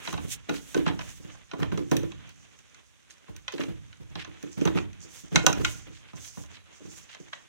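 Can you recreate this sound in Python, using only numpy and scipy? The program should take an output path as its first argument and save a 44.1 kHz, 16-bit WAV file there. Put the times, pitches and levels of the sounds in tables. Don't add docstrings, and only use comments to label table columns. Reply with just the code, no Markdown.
import sys
import numpy as np
from scipy import signal
from scipy.fft import rfft, irfft
from scipy.io import wavfile
from scipy.ndimage import uniform_filter1d

SR = 44100
rng = np.random.default_rng(int(sys.argv[2]) if len(sys.argv) > 2 else 0)


def wav_out(sig):
    wavfile.write(sys.argv[1], SR, np.round(np.clip(np.atleast_2d(sig).T, -1, 1) * 32767).astype(np.int16))


N = 329868
TIME = np.arange(N) / SR

# t/s, level/dB, pitch of the push/Hz
BUMPS = [(0.075, -35.5, 210), (0.13, -30.5, 122), (.178, -33.5, 133), (.24, -36, 126), (.488, -24.5, 298),
         (0.506, -34.5, 445), (0.746, -26.5, 294), (.763, -22, 298), (.865, -25, 160), (.88, -29.5, 293),
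         (0.931, -38.5, 210), (0.989, -42.5, 130), (1.194, -45, 140), (1.243, -40, 139), (1.529, -35, 250),
         (1.584, -29.5, 136), (1.617, -26.5, 195), (1.718, -25.5, 176), (1.775, -28.5, 255),
         (1.914, -19, 224), (1.968, -30.5, 215), (2.031, -30.5, 221), (3.285, -38, 127),
         (3.535, -33.5, 343), (3.592, -27, 316), (3.68, -31.5, 142), (3.998, -42, 104), (4.1, -42, 80),
         (4.151, -36, 160), (4.272, -44, 228), (4.432, -35, 278), (4.57, -29.5, 171), (4.611, -25, 300),
         (4.652, -20.5, 197), (4.671, -28, 300), (4.75, -24, 206), (4.813, -41.5, 114.3), (5.041, -49, 250),
         (5.235, -43.5, 143.5), (5.317, -28.5, 172), (5.343, -21, 168), (5.436, -30, 398),
         (5.466, -25.5, 174), (5.488, -26.5, 193), (5.566, -27.5, 122), (5.596, -27.5, 242),
         (5.867, -42.5, 190), (6.131, -40, 118), (6.37, -37.5, 128), (6.803, -46.5, 280),
         (6.848, -40.5, 198), (7.197, -44, 222)]


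def amp(db):
    return 10 ** (np.asarray(db) / 20)


def unit_rms(x):
    return x / np.sqrt(np.mean(x ** 2) + 1e-20)


def curve_at(points, hz):
    f, value = np.transpose(points)
    return np.interp(np.log(hz + 1), np.log(f + 1), value)


def add(mix, s, sound):
    part = mix[:, max(round(s * SR), 0):][:, :sound.shape[1]]
    part += sound[:, :part.shape[1]]


def coloured(x, spectrum):
    gain = amp(curve_at(spectrum, np.fft.rfftfreq(N, 1 / SR)))
    return unit_rms(irfft(rfft(x) * gain, N))


def yard_air(level_db=-64):
    spectrum = [(20, -16.5), (60, 17), (120, 13), (250, -9), (500, -35), (1000, -5.5), (2200, -11),
                (3500, -5), (4600, -12), (6500, -10), (10000, -13), (16000, -30)]
    return amp(level_db) * coloured(rng.standard_normal((2, N)), spectrum)


def shed_echoes(x, gap_s=0.0037, build_s=0.018):
    decay = [(60, 1.33), (150, 0.53), (350, 0.3), (1000, 0.3), (3000, 0.25), (7000, 0.14), (15000, 0.28)]
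    spectrum = [(30, 6.5), (70, 5.5), (170, -7), (350, 0), (1000, -8), (3000, -6.5), (6000, -8),
                (15000, -11)]
    hz, t, cells = signal.stft(rng.standard_normal((2, SR * 3 // 2)), SR, nperseg=512)
    t60 = curve_at(decay, hz)[:, None]
    equal_energy = np.sqrt(2 * np.log(1000) / (t60 * SR))
    cells *= amp(curve_at(spectrum, hz)[:, None] - 60 * t / t60) * equal_energy
    tail = signal.istft(cells, SR, nperseg=512)[1]
    tail *= np.clip((np.arange(tail.shape[1]) / SR - gap_s) / build_s, 0, 1)
    return signal.fftconvolve(x, tail, axes=1)[:, :N]


def diffuse_ring(x, tails=3, turn_s=.11):
    turns = [(TIME / turn_s - k) % tails for k in range(tails)]
    return sum(shed_echoes(x * np.sin(np.pi * turn / 2) * (turn < 2)) for turn in turns)


def friction(spectrum, grains_per_s, grain_size, flutter_db):
    snaps = (rng.random(N) < grains_per_s / SR) * amp(3.5 * np.minimum(rng.exponential(1, N), 4))
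    crumble = signal.lfilter([1], [1, -np.exp(-1 / 30)], snaps)
    pressure = np.interp(TIME, np.linspace(0, TIME[-1], 300), rng.standard_normal(300))
    hiss = rng.standard_normal((2, N)) * (1 + grain_size * crumble)
    return coloured(hiss * amp(flutter_db * pressure), spectrum)


def strokes(rows, roundness=1.9):
    swells = (amp(db) * np.exp(-abs(2 * (TIME - s) / length) ** roundness) for s, length, db in rows)
    return np.sqrt(sum(swell ** 2 for swell in swells))


def shavings(gain_db=6.0, stir_db=-24.5, settle_s=0.054):
    shuffle = [(0, -48), (.2, -55.5), (.36, -64), (.65, -63), (1.05, -59), (1.4, -62.5), (2.45, -62.5),
               (3, -67), (4.05, -65), (4.4, -62), (6, -61.5), (6.3, -61), (6.65, -62.5), (7.48, -63.5)]
    spectrum = [(250, 11), (700, 1), (1300, 2.5), (2200, 4.5), (3500, 2.5), (4500, -11.5), (8000, -43)]
    kicks = np.zeros(N)
    for s, db, _ in BUMPS:
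        kicks[round(s * SR)] += amp(db + stir_db) ** 2
    flurry_power = signal.lfilter([1], [1, -np.exp(-2 / (settle_s * SR))], kicks)
    shuffle_power = amp(np.interp(TIME, *np.transpose(shuffle))) ** 2
    rustle = friction(spectrum, grains_per_s=150, grain_size=0.64, flutter_db=3.55)
    return amp(gain_db) * np.sqrt(shuffle_power + flurry_power) * rustle


def snuffles_and_hair(gain_db=-0.14):
    swishes = [(.08, 0.18, -48.5), (.24, 0.058, -47.5), (.32, 0.056, -34), (.56, 0.091, -49),
               (.74, 0.28, -51.5), (1.1, 0.26, -55), (1.98, 0.17, -56), (3.64, 0.19, -58), (4.7, 0.4, -64),
               (5.17, 0.1, -48), (5.69, 0.18, -49), (6.25, .13, -49.5), (6.38, 0.13, -54.5),
               (6.97, 0.12, -55)]
    spectrum = [(500, -17.5), (1300, -16), (2000, -5), (3500, 1), (4700, -8.5), (6200, 2), (9000, -3),
                (12000, -8), (16000, -13.5)]
    hiss = friction(spectrum, grains_per_s=89, grain_size=0.27, flutter_db=2.5)
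    return amp(gain_db) * strokes(swishes) * hiss


def tongue(gain_db=4.5, resting_db=-76):
    licks = [(.1, 0.13, -53.5), (.57, 0.31, -64.5), (1.08, 0.2, -57.5), (1.3, 0.23, -66),
             (1.9, 0.94, -68.5), (2.55, .6, -71), (3.55, 0.42, -71), (3.86, 0.27, -77), (4.56, 0.32, -60.5),
             (4.79, 0.076, -56.5), (5.04, 0.064, -56), (5.17, 0.19, -56), (5.41, 0.2, -55.5),
             (5.7, 0.24, -52.5), (5.96, 0.12, -63.5), (6.17, 0.031, -56), (6.28, 0.16, -52),
             (6.4, 0.12, -60), (6.53, .06, -61), (6.76, .08, -61), (6.94, 0.2, -56), (7.12, 0.057, -61.5),
             (7.22, 0.075, -63), (7.35, 0.19, -65.5)]
    spectrum = [(1500, -12.5), (3000, -29), (4500, -4), (5500, -0.5), (6200, 6.5), (7300, 1), (9000, -10.5),
                (12000, -28), (15500, -21)]
    pressure = np.hypot(strokes(licks), amp(resting_db))
    return amp(gain_db) * pressure * friction(spectrum, grains_per_s=91, grain_size=0.83, flutter_db=2.0)


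def scrapes(slips_per_s=260, grip=0.9, slip_s=0.0019, edge_ratio=1.59):
    rubs = [(0.052, 0.035, -46.5, 1960), (0.082, 0.051, -42, 1920), (0.14, 0.066, -53, 2100),
            (0.546, 0.0088, -34.5, 1510), (0.56, 0.051, -46.5, 3000), (0.879, 0.034, -35, 1920),
            (1.014, 0.021, -41.5, 1740), (1.385, 0.024, -68, 5850), (1.631, 0.026, -38, 1650),
            (2.312, 0.038, -61, 2956), (3.12, 0.042, -57, 4970), (3.54, 0.04, -48, 2860),
            (3.614, 0.037, -39, 1900), (4.204, 0.05, -41, 2290), (4.677, 0.019, -31.5, 1010),
            (4.682, 0.055, -53.5, 2460), (4.782, 0.026, -35, 1860), (5.961, 0.041, -53.5, 2580),
            (6.097, 0.033, -55.5, 2270), (6.553, 0.032, -51, 2830), (7.123, 0.052, -49, 2350),
            (7.217, 0.022, -70, 3000), (7.335, 0.01, -37, 1440)]
    out = np.zeros((2, N))
    for s, length, db, hz in rubs:
        count = int(2 * length * SR)
        slips = (rng.random(count) < slips_per_s / SR) * rng.exponential(1, count)
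        force = grip + signal.lfilter([1], [1, -np.exp(-1 / (slip_s * SR))], slips)
        band = signal.butter(2, [hz / edge_ratio, hz * edge_ratio], 'band', fs=SR, output='sos')
        grit = unit_rms(signal.sosfilt(band, force * rng.standard_normal((2, count))))
        add(out, s - length, amp(db) * grit * np.hanning(count))
    return out


def ring(modes, t, spread_db, detune, longest_t60_s=.18):
    hz, db, t60 = np.transpose(modes)[:, :, None]
    strength, shift, phase = rng.standard_normal((3, len(modes), 1))
    swing = np.sin(2 * np.pi * (hz * (1 + detune * shift) * t + phase))
    envelope = amp(db + spread_db * strength - 60 * t / np.minimum(t60, longest_t60_s))
    return (envelope * swing).sum(0)


def push_shares_db(timber, hz, off_pitch_db_per_octave=9):
    own_hz = np.array([np.mean([mode[0] for mode in modes]) for modes in timber])
    share = amp(-off_pitch_db_per_octave * abs(np.log2(own_hz / hz)))
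    return 20 * np.log10(share / np.linalg.norm(share))


def timber_bumps(rise_s=(.016, .008, .005, .004), shudder=0.6, shudder_s=0.012, gain_db=0.5):
    # f/Hz, relative level/dB, t60/s (ring caps it)
    timber = [
        [(60.5, -9, 0.16), (78.1, 0, 0.25), (101.6, -4.5, 0.23), (121.4, -2.5, 0.2)],
        [(147.7, -8, 0.24), (167.9, 4.5, 0.11), (208.5, -3.5, 0.14)],
        [(264.2, -2.5, 0.26), (293.8, 9.5, 0.21), (337, 2.5, 0.22)],
        [(378.8, 5.5, 0.073), (428.2, 3, 0.086), (484, -5, 0.12), (596, -1, 0.046)],
    ]
    out, t = np.zeros((2, N)), np.arange(SR // 2) / SR
    onset = t < .03
    for s, strength_db, hz in BUMPS:
        for modes, db, rise in zip(timber, strength_db + push_shares_db(timber, hz), rise_s):
            swing = np.array([ring(modes, t, spread_db=0.5, detune=0.024) for port in range(2)])
            wobble = unit_rms(uniform_filter1d(rng.standard_normal(len(t)), int(shudder_s * SR)))
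            swing *= (1 - np.exp(-(t / rise) ** 2)) * (1 + shudder * wobble)
            energy = (swing ** 2).sum(1, keepdims=True) / onset.sum()
            add(out, s, amp(db + gain_db) * swing / np.sqrt(energy))
    return out


def stray_ticks(per_s=5, level_db=-65.5, spread_db=2.5, hardness_hz=4800, weight_db=-16.5):
    draws = rng.random((100, 3))[:round(per_s * N / SR)]
    return [(when * TIME[-1], level_db + spread_db * (2 * force - 1),
             hardness_hz * 2 ** (hard - .5), weight_db) for when, force, hard in draws]


def contact_db(edges_hz, hardness_hz, weight_db, roll_off_order=3.4):
    hardest = [0, -.5, 2.5, -4.5]
    centres = np.sqrt(np.multiply(edges_hz[:-1], edges_hz[1:]))
    softened_db = -10 * np.log10(1 + (centres / hardness_hz) ** (2 * roll_off_order))
    return np.array(hardest) + softened_db + weight_db * (centres == centres[0])


def holder_knocks(modes_db=-6, boards_db=-10, gain_db=0.9, crack_t60_s=.025, clatter_t60_s=.15,
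                  clatter_db=(-9, -13, -17, -24), rise_s=(.0015, .0005, .0002, .0002)):
    blows = [(0.074, -34, 4000, -2.5), (.127, -45, 14000, 6), (0.1391, -39, 2500, -1),
             (0.1771, -40.5, 2900, 1), (0.4929, -32, 4500, -4), (0.5408, -50.5, 12000, -10),
             (0.7448, -34, 5100, -0.5), (0.7757, -41.5, 4930, -1), (0.8628, -37.5, 4440, 6.5),
             (0.8779, -33.5, 4300, 1), (0.9909, -35.5, 2240, -4.5), (1.3471, -63, 3000, 8.5),
             (1.5132, -41.5, 3280, -6.5), (1.534, -47, 3300, 7.5), (1.6, -53, 5400, 11.5),
             (1.6287, -40, 3260, 4), (1.72, -46, 2290, 5.5), (1.7745, -44.5, 5300, 1),
             (1.9134, -37.5, 10500, 7), (1.9666, -36, 12900, -14), (2.0304, -52.5, 9000, 1),
             (2.118, -47, 4800, -5.5), (2.2918, -58.5, 13250, -9), (2.589, -59.5, 8000, -25),
             (2.7452, -54.5, 5600, -14), (3.1067, -52.5, 6100, -24), (3.2808, -62.5, 3500, 9.5),
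             (3.3633, -52.5, 13000, -11), (3.4797, -31, 3940, -11), (3.522, -48, 9000, -2),
             (3.5805, -42.5, 3800, -6), (3.6027, -50.5, 6540, 5), (3.635, -41.5, 3400, -5),
             (3.928, -51, 4060, -20), (4.1539, -39, 4200, -4), (4.2468, -43, 2800, -4.5),
             (4.4273, -52, 13000, -9), (4.611, -44, 5700, -4), (4.6526, -37.5, 7950, 3),
             (4.6738, -34, 3200, -7), (4.7486, -50, 2800, 2.5), (4.7703, -43.5, 2600, 6.5),
             (4.777, -47, 4500, 8), (4.93, -55, 6300, -23), (5.358, -16, 4700, -7), (5.4644, -18, 8500, 0),
             (5.486, -49, 2700, 13.5), (5.528, -34.5, 8000, -16), (5.6474, -20.5, 5100, -13),
             (6.1327, -56.5, 2504, 5.5), (6.246, -50, 5960, -22), (6.3708, -62.5, 5000, 14),
             (6.436, -59.5, 6000, 4), (6.5684, -52, 3570, -24), (7.0938, -53, 3200, -6),
             (7.1471, -45.5, 4650, -7), (7.2842, -59, 5960, -12), (7.3312, -34.5, 2600, -12)]
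    edges_hz = [500, 1250, 4500, 8000, 16000]
    holder_modes = [(680, -22), (852, -18.5), (1020, -11), (1260, -20), (1465, -10.5), (1758, -9.5),
                    (2050, -7.5), (2509, -2.5), (2720, -4), (3165, -4), (3903, 0), (4300, -20), (5594, 5),
                    (6126, 11.5), (6416, 4), (7050, -1.5)]
    decay = [(700, .09), (1500, .055), (4000, .032), (7000, .024)]
    out, t = np.zeros((2, N)), np.arange(SR // 5) / SR
    onset = t < .012
    bands = [signal.butter(3, pair, 'band', fs=SR, output='sos') for pair in zip(edges_hz, edges_hz[1:])]
    crack, clatter = amp(-60 * t / crack_t60_s), amp(-60 * t / clatter_t60_s)
    holder = [(hz, db + modes_db) for hz, db in holder_modes]
    for s, strength_db, hardness_hz, weight_db in blows + stray_ticks():
        levels = strength_db + contact_db(edges_hz, hardness_hz, weight_db)
        board = [(hz, boards_db) for hz in rng.uniform(1383, 3496, size=5)]
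        struck = [(hz, db, curve_at(decay, hz)) for hz, db in holder + board]
        ringing = np.array([ring(struck, t, spread_db=4.0, detune=0.015) for port in range(2)])
        noise = rng.standard_normal((2, len(t)))
        for band, db, rise, loose_db in zip(bands, levels, rise_s, clatter_db):
            blow = ringing + noise * (crack + amp(loose_db) * clatter)
            attack = 1 - np.exp(-t / rise)
            part = signal.sosfilt(band, blow * attack)
            add(out, s, amp(db + gain_db) * part / part[:, onset].std(1, keepdims=True))
    return out


def microphone_ports(x):
    phase = [(20, 3.5), (280, 3), (600, 2), (1000, 2.0), (1500, 0.5), (2200, -2.1), (4000, -3.5),
             (16000, 5)]
    likeness = [(20, 0.96), (280, 0.94), (600, 0.71), (1100, 0.24), (1600, 0.24), (2500, 0.093),
                (16000, 0.2)]
    balance = [(20, -3), (300, -2.5), (450, -4.5), (700, -0.5), (1100, -3), (2000, -1.5), (2800, -4.5),
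               (4500, -2), (6200, -7.5), (9000, -7), (15000, 1)]
    hz = np.fft.rfftfreq(N, 1 / SR)
    common, separate = rfft(x)
    same, lean = curve_at(likeness, hz), amp(curve_at(balance, hz))
    right = same * common * np.exp(1j * curve_at(phase, hz)) + np.sqrt(1 - same ** 2) * separate
    return irfft(np.array([lean * common, right]) * np.sqrt(2 / (1 + lean ** 2)), N)


def scene(knock_echo_db=-0.5, bump_echo_db=-1, scrape_echo_db=-1):
    knocks, bumps, grit = holder_knocks(), timber_bumps(), scrapes()
    into_shed = amp(knock_echo_db) * knocks + amp(bump_echo_db) * bumps + amp(scrape_echo_db) * grit
    echoes = diffuse_ring(into_shed)
    air = yard_air()
    rustles = tongue() + shavings() + snuffles_and_hair()
    return microphone_ports(knocks + bumps + grit + echoes + rustles + air)


def record(dry, low_cut_hz=48, band_limit_hz=16100):
    resonances = [(5880, 1670, 1.5), (15340, 530, 5)]
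    sound = signal.sosfilt(signal.butter(2, low_cut_hz, 'high', fs=SR, output='sos'), dry)
    for hz, width, db in resonances:
        peak = signal.lfilter(*signal.iirpeak(hz, hz / width, fs=SR), sound)
        sound = sound + (amp(db) - 1) * peak
    low_pass = signal.firwin(511, band_limit_hz, window=("kaiser", 9), fs=SR)
    return signal.oaconvolve(np.clip(sound, -1, 1), low_pass[None], "same")


dry = scene()
out = record(dry)
wav_out(out)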